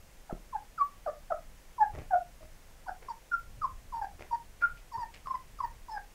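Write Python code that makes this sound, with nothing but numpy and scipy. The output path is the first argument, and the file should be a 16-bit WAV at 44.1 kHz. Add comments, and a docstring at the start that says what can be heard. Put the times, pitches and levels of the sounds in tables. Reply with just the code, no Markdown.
"""A young puppy whimpers in short, high squeaks, about three times a second.
Its vocal folds make a nearly pure tone that mostly falls, with a weak octave and a faint nasal ring.
It crawls over a cloth in a wooden box indoors: it knocks the box once, and its paws brush and bump
the bedding. Box and room echo briefly, over a low rumble and a steady hiss."""
import sys
import numpy as np
from scipy import signal
from scipy.fft import rfft, irfft
from scipy.io import wavfile

SR = 44100
rng = np.random.default_rng(int(sys.argv[2]) if len(sys.argv) > 2 else 0)


def master(y):
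    """Save y as 16-bit WAV."""
    cut = np.clip(np.atleast_2d(y).T, -1, 1)
    pcm = np.round(cut * 32767)  # scale
    wavfile.write(sys.argv[1], SR, pcm.astype(np.int16))


N = 270774
TIME = np.arange(N) / SR


# How overtones pass through the closed mouth and the nose, and the colour of the escaping breath.
# Each row: frequency in Hz, relative level in dB.
MOUTH_COLOUR = [(1100, 9), (1600, 6.5), (1850, -12), (2400, -24), (3200, -25), (6000, -62.5)]
NOSE_COLOUR = [(3600, -51), (4300, -9.5), (4650, 3.5), (5100, 7), (5550, -1), (6200, -17.5), (7600, -10.5),
               (9500, -34)]
BREATH_COLOUR = [(120, -12), (260, 2), (500, -0.5), (1000, 7), (1550, 3.5), (2200, -14.5), (3000, -20.5),
                 (8000, -39)]
# The nasal ring is muffled with the muzzle in the cloth and clear once it turns outward.
# Each row: time in seconds, strength in dB.
NASAL_RING = [(.55, -81), (.82, -70), (1.1, -77.5), (1.82, -73), (2.15, -90), (3.1, -61.5), (4.05, -69),
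              (4.33, -63), (4.65, -78), (4.95, -61.5), (5.3, -69), (5.9, -61.5)]
# Swells of the squeaks; a long whimper flutters in loudness, with two or three swells in a row.
# Each row: start in seconds, length in seconds, middle pitch in Hz, glide in Hz per second,
# how sharp it starts as a share of the pitch, peak level in dB, opening level in dB from the peak,
# peak time as a share of the length, overtone strength in dB, its growth over the swell in dB,
# pitch jitter as a share of the pitch.
SQUEAK_SWELLS = [ (.293, .031, 617, -6500, 0.26, -26.5, -8.5, 0.43, -17, 10, 0.052),
                 (.524, 0.053, 879, -3300, 0.19, -25.5, -10, 0.67, -28.5, 12, .014),
                 (0.777, 0.062, 1151, -500, 0.22, -17.5, -12.5, .7, -22.5, 4, 0.0037),
                 (1.058, 0.059, 585.7, 1001, 0.44, -29.5, 1, .25, -20.5, 0, 0.028),
                 (1.301, 0.033, 663.4, -2000, 0.15, -16, -10.5, .66, -18.5, 7, 0.026),
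                 (1.780, 0.073, 859.6, -900, 0.16, -16.5, -13, 0.49, -25.5, 34, 0.0044),
                 (2.104, 0.068, 727, -1500, .07, -19, -8.5, 0.46, -26, -12, 0.0076),
                 (2.402, 0.052, 602, -700, 0.05, -52.5, -2, .5, -35, 0, .05),
                 (2.860, 0.048, 777, -5800, 0.17, -32, -7, .6, -13, -1, 0.062),
                 (3.080, .051, 921, -700, 0.19, -29.5, -9.5, 0.43, -25, 3, 0.024),
                 (3.313, 0.05, 1384, 600, 0.058, -20.5, -8, 0.51, -24, 0, 0.0051),
                 (3.613, 0.056, 1113, -6000, 0.065, -23, -8, .52, -29, 2, 0.0095),
                 (3.919, 0.094, 914, -100, .22, -32.5, -5, 0.22, -27, 8, 0.011),
                 (4.009, 0.051, 796.5, 502, 0.14, -30, -1, 0.74, -18.5, -2, 0.019),
                 (4.307, 0.063, 931, 599, 0.072, -24, -7.5, 0.43, -22.5, 18, 0.0047),
                 (4.618, 0.051, 1414, 199, 0, -17, -7, 0.38, -28, -7, 0.0023),
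                 (4.915, .064, 913.5, 800, 0.23, -29, -12.5, 0.59, -16, -2, 0.0056),
                 (4.972, 0.081, 956, -1600, 0.019, -28.5, -6.5, 0.85, -12, 10, 0.011),
                 (5.255, 0.041, 1040, -2500, .15, -32, -8, .4, -14, 6, .014),
                 (5.28, .051, 1062, 400, 0.045, -24.5, -14.5, .61, -20, 0, 0.0054),
                 (5.325, .046, 1049, -3000, 0, -29, -11, 0.38, -12.5, 22, 0.0083),
                 (5.585, 0.034, 1095, -5000, 0.11, -26.5, -15, 0.83, -23, 11, .013),
                 (5.612, 0.056, 963, -2400, 0, -27.5, -11.5, .48, -12.5, -6, 0.0097),
                 (5.88, .102, 857.5, -600, .16, -35.5, -3, 0.99, -19, 16, .02), ]

def whimpers(shimmer_db=2.5, overtone_flutter_db=4.0, nasal_flutter_db=2.5, rolloff_db=-7,
             breath_db=-26, usual_jitter=0.02, edge_s=0.0014):
    """Vocal folds swing almost like a sine; pressing adds an octave, the nose a few high overtones."""
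    out = np.zeros(N)
    waver, tremble, flutter = drift(136), drift(99), drift(83)
    breath = noise(BREATH_COLOUR)
    for (start, length, hz, glide, overshoot, db, opening_db, peak_share,
         press_db, growth_db, jitter) in SQUEAK_SWELLS:
        span = slice(int(start * SR), int((start + length) * SR))
        t = TIME[span] - TIME[span][0]
        rough = np.sqrt(jitter / usual_jitter)   # rougher squeaks leak more air and tremble more
        pitch = squeak_pitch(t, length, hz, glide, overshoot)
        phase = 2 * np.pi * np.cumsum(pitch * (1 + jitter * waver[span])) / SR
        swell_db = squeak_swell(t, length, opening_db, peak_share)
        level = from_db(db + swell_db + shimmer_db * rough * tremble[span])
        overtone_db = press_db + growth_db * (t / length - .5) + overtone_flutter_db * flutter[span]
        mouth = level * from_db(overtone_db)
        nasal_db = np.interp(start, *np.transpose(NASAL_RING)) + nasal_flutter_db * flutter[span]
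        nose = from_db(nasal_db) * np.sin(np.pi * t / length)
        tone = level * (np.sin(phase) + from_db(breath_db) * rough * breath[span])
        for k in range(2, 10):
            via_mouth = mouth * from_db(at_hz(MOUTH_COLOUR, k * pitch) + rolloff_db * (k - 2))
            via_nose = nose * from_db(at_hz(NOSE_COLOUR, k * pitch))
            tone += (via_mouth + via_nose) * np.sin(k * phase)
        fade = np.clip(np.minimum(t, length - t) / edge_s, 0, 1)
        out[span] += tone * fade
    return out


def squeak_pitch(t, length, hz, glide, overshoot, settle_s=0.0135, droop_s=0.011, droop_share=0.03):
    """Pitch in Hz: it starts sharp, drops as the folds settle, glides, and droops as air runs out."""
    settle = overshoot * np.exp(-(t / settle_s) ** 2)
    droop = droop_share * np.exp((t - length) / droop_s)
    return hz * (1 + settle - droop) + glide * (t - length / 2)


def squeak_swell(t, length, opening_db, peak_share, attack_s=0.0071, dip_s=0.0094, release_s=0.0133):
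    """Loudness in dB from the peak: it jumps in, dips briefly, swells, sags and is cut off."""
    corners = np.sort([0, attack_s, attack_s + dip_s, peak_share * length, length - release_s, length])
    return np.interp(t, corners, [-31, opening_db, opening_db - 3.5, 0, -2.5, -31])


# The colour of the throat's rasp. Each row: frequency in Hz, relative level in dB.
RASP_COLOUR = [(300, -10.5), (900, -7.5), (1500, 8), (1900, -7), (2400, -4), (2900, -23.5), (5000, -22.5),
               (12000, -41)]

def rasp(start_s=4.619, level_db=-44):
    """Air swirls in the tight throat as one loud cry breaks out."""
    return from_db(level_db) * stroke(start_s, rise_s=0.0079, fade_s=0.24) * noise(RASP_COLOUR)


# Thin whistles. Each row: time of the peak in seconds, pitch there in Hz, level in dB.
THIN_WHISTLES = [(.85, 15300, -62), (3.39, 14700, -64), (3.70, 15000, -76), (4.68, 15000, -69.5),
                 (5.66, 15200, -62)]

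def whistles(width_s=0.016, fall_hz_per_s=11000, jitter=0.0048):
    """A very high, short whistle slides down at the end of some whimpers."""
    out = np.zeros(N)
    waver = 1 + jitter * drift(250)
    for peak_s, hz, db in THIN_WHISTLES:
        near = np.abs(TIME - peak_s) < .06
        t = TIME[near] - peak_s
        phase = 2 * np.pi * np.cumsum((hz - fall_hz_per_s * t) * waver[near]) / SR
        out[near] += from_db(db) * np.exp(-(t / width_s) ** 2) * np.sin(phase)
    return out


# Paws pushing on the cloth.
# Each row: time of the peak in seconds, seconds to fade by 60 dB, thud in dB, rustle in dB.
PAW_PUSHES = [(1.955, 0.35, -44.5, -52), (1.981, 0.13, -43, -58.5), (2.436, 0.093, -50, -56),
              (3.035, 0.22, -78, -56.5), (3.591, 0.2, -52, -82), (3.68, 0.38, -59, -78),
              (4.14, 0.099, -48.5, -79), (4.209, 0.25, -59, -53.5), (4.985, 0.13, -47.5, -68),
              (5.165, 0.066, -66, -58), (5.3, .25, -62, -81), (5.734, 0.12, -60, -63)]
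# Claws catching on the bedding. Each row: time in seconds, level in dB.
CLAW_CATCHES = [(1.986, -60), (4.197, -59.5), (4.251, -80), (4.773, -61.5), (5.14, -54)]
# The colours of thud, rustle and claw. Each row: frequency in Hz, relative level in dB.
THUD_COLOUR = [(20, -10), (50, -1.5), (100, 9), (190, -10.5), (270, -8.5), (380, -11.5), (520, -15.5),
               (750, -14.5), (1500, -54)]
RUSTLE_COLOUR = [(100, -30), (280, -1.5), (380, 8.5), (600, 3), (1100, -3), (1700, -6.5), (2300, -5),
                 (3500, -24), (7000, -23.5), (15000, -68)]
CLAW_COLOUR = [(300, 2), (1500, 0.5), (2400, 11.5), (3600, 1.5), (5000, -1), (8000, -8), (15000, -40)]

def crawling(grain_db=5.5, rise_share=0.068):
    """Each paw thuds on the padded floor and drags the weave; now and then a claw catches."""
    thud, rustle = np.zeros(N), np.zeros(N)
    for peak_s, fade_s, thud_db, rustle_db in PAW_PUSHES:
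        push = stroke(peak_s, rise_share * fade_s, fade_s)   # a slow push also swells slowly
        thud += from_db(thud_db) * push
        rustle += from_db(rustle_db) * push
    catch = sum(from_db(db) * stroke(s, rise_s=0.001, fade_s=0.2) for s, db in CLAW_CATCHES)
    grain = from_db(grain_db * drift(210))   # threads grip and let go
    bumps = thud * noise(THUD_COLOUR)
    scrapes = rustle * noise(RUSTLE_COLOUR) + catch * noise(CLAW_COLOUR)
    return bumps + grain * scrapes


# The tones the box rings with. Each row: pitch in Hz, level in dB, seconds to fade by 60 dB.
BOX_TONES = [(32.2, -33.5, 0.26), (140, -57, 0.017), (204, -27.5, 0.029), (333, -29, 0.022)]

def knock(start_s=0.3275):
    """One dull knock; the padded box rings only briefly."""
    t = np.clip(TIME - start_s, 0, 1)
    return sum(from_db(db - 60 * t / fade_s) * np.sin(2 * np.pi * hz * t) for hz, db, fade_s in BOX_TONES)


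# Echoes from the box walls and the room. Each row: delay in seconds, level in dB before dulling.
WALL_ECHOES = [(0.0115, -14.5), (0.023, -15), (0.0361, -22), (0.0517, -22.5), (.0690, -22.5)]
# The blur of later echoes. Each row: band centre in Hz, level in dB, seconds to fade by 60 dB.
ECHO_TAIL = [(200, -18.5, 0.055), (699, -6, 0.18), (880, -18.5, 0.057), (1226, -11.5, 0.26),
             (1670, -4.5, 0.089), (2470, -13, 0.22), (6000, -18.5, .2)]

def room(sound, build_s=0.023, dull_hz=4000):
    """The walls send back a few dull echoes, then a short tail that dies band by band."""
    t = TIME[:SR // 2]
    white = rfft(rng.standard_normal(len(t)))
    hz = np.arange(len(white)) * SR / len(t)
    centres = np.transpose(ECHO_TAIL)[0]
    tail = np.zeros(len(t))
    for (_, db, fade_s), this_band in zip(ECHO_TAIL, np.eye(len(ECHO_TAIL))):
        band = irfft(white * np.interp(hz, centres, this_band), len(t))
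        decay = from_db(-60 * t / fade_s) * (1 - np.exp(-(t / build_s) ** 2))
        tail += from_db(db) * band * decay / np.linalg.norm(decay)
    echoes = sum(from_db(db) * np.interp(TIME - delay, TIME, sound, left=0) for delay, db in WALL_ECHOES)
    dull = signal.butter(1, dull_hz, fs=SR, output="sos")
    return sound + signal.sosfilt(dull, echoes) + signal.fftconvolve(sound, tail)[:N]


# The colours of the steady room noise and the rumble. Each row: frequency in Hz, relative level in dB.
ROOM_NOISE_COLOUR = [(12, -2), (20, 8), (45, -5), (76, -22.5), (122, -16.5), (404, -22.5), (519, -19),
                     (631, -21.5), (788, -22), (1340, -26.5), (1450, -25.5), (1980, -25), (4070, -32),
                     (6190, -30.5), (15500, -37)]
RUMBLE_COLOUR = [(12, -6.5), (28, -1), (50, -9.5), (100, -18), (200, -26), (500, -59)]
# The rumble's rise and fall. Each row: time in seconds, level in dB before the boost.
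RUMBLE_LEVELS = [(0.0, -53.5), (0.29, -65), (0.34, -55), (0.51, -57.5), (1.45, -56.5), (1.52, -49),
                 (1.62, -67.5), (2.0, -48.5), (2.09, -54), (3.33, -60.5), (3.52, -49), (4.65, -57.5),
                 (4.72, -47.5), (4.79, -58.5), (5.73, -51.5), (6.14, -64)]

def background(steady_db=-54.88, rumble_boost_db=1.0):
    """Steady room noise and hiss, with a low rumble that swells and sinks."""
    rumble_db = np.interp(TIME, *np.transpose(RUMBLE_LEVELS)) + rumble_boost_db
    return from_db(steady_db) * noise(ROOM_NOISE_COLOUR) + from_db(rumble_db) * noise(RUMBLE_COLOUR)


def from_db(db):
    """Turn decibels into a number to multiply by."""
    return 10 ** (np.asarray(db) / 20)


def at_hz(colour, hz):
    """Look up a colour's level in dB at any frequency, with octaves evenly spaced."""
    points_hz, db = np.transpose(colour)
    return np.interp(np.log(np.maximum(hz, 1)), np.log(points_hz), db)


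def noise(colour):
    """Noise with the given colour (its balance of low and high), of typical size 1."""
    hz = np.arange(N // 2 + 1) * SR / N
    gain = from_db(at_hz(colour, hz)) * (hz > 12)
    x = irfft(rfft(rng.standard_normal(N)) * gain, N)
    return x / x.std()


def drift(rate_hz):
    """A smooth random wobble up to about rate_hz, of typical size 1."""
    smooth = signal.butter(4, rate_hz, fs=SR, output="sos")
    x = signal.sosfilt(smooth, rng.standard_normal(N + SR))[SR:]
    return x / x.std()


def stroke(peak_s, rise_s, fade_s):
    """A loudness curve that swells to 1 at peak_s, then falls 60 dB in fade_s."""
    t = TIME - peak_s
    before = (np.minimum(t, 0) / rise_s) ** 2
    after = np.log(1000) * np.maximum(t, 0) / fade_s
    return np.exp(-np.minimum(before + after, 50))


def scene():
    """The puppy in its box, heard from just above, in one channel."""
    puppy = whimpers() + rasp() + whistles() + crawling() + knock()
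    return (room(puppy) + background())[None]


def record(dry):
    """The highest treble is cut off steeply."""
    cutoff_hz = 15700
    return signal.sosfilt(signal.ellip(12, .1, 80, cutoff_hz, fs=SR, output="sos"), dry)


dry = scene()
out = record(dry)
master(out)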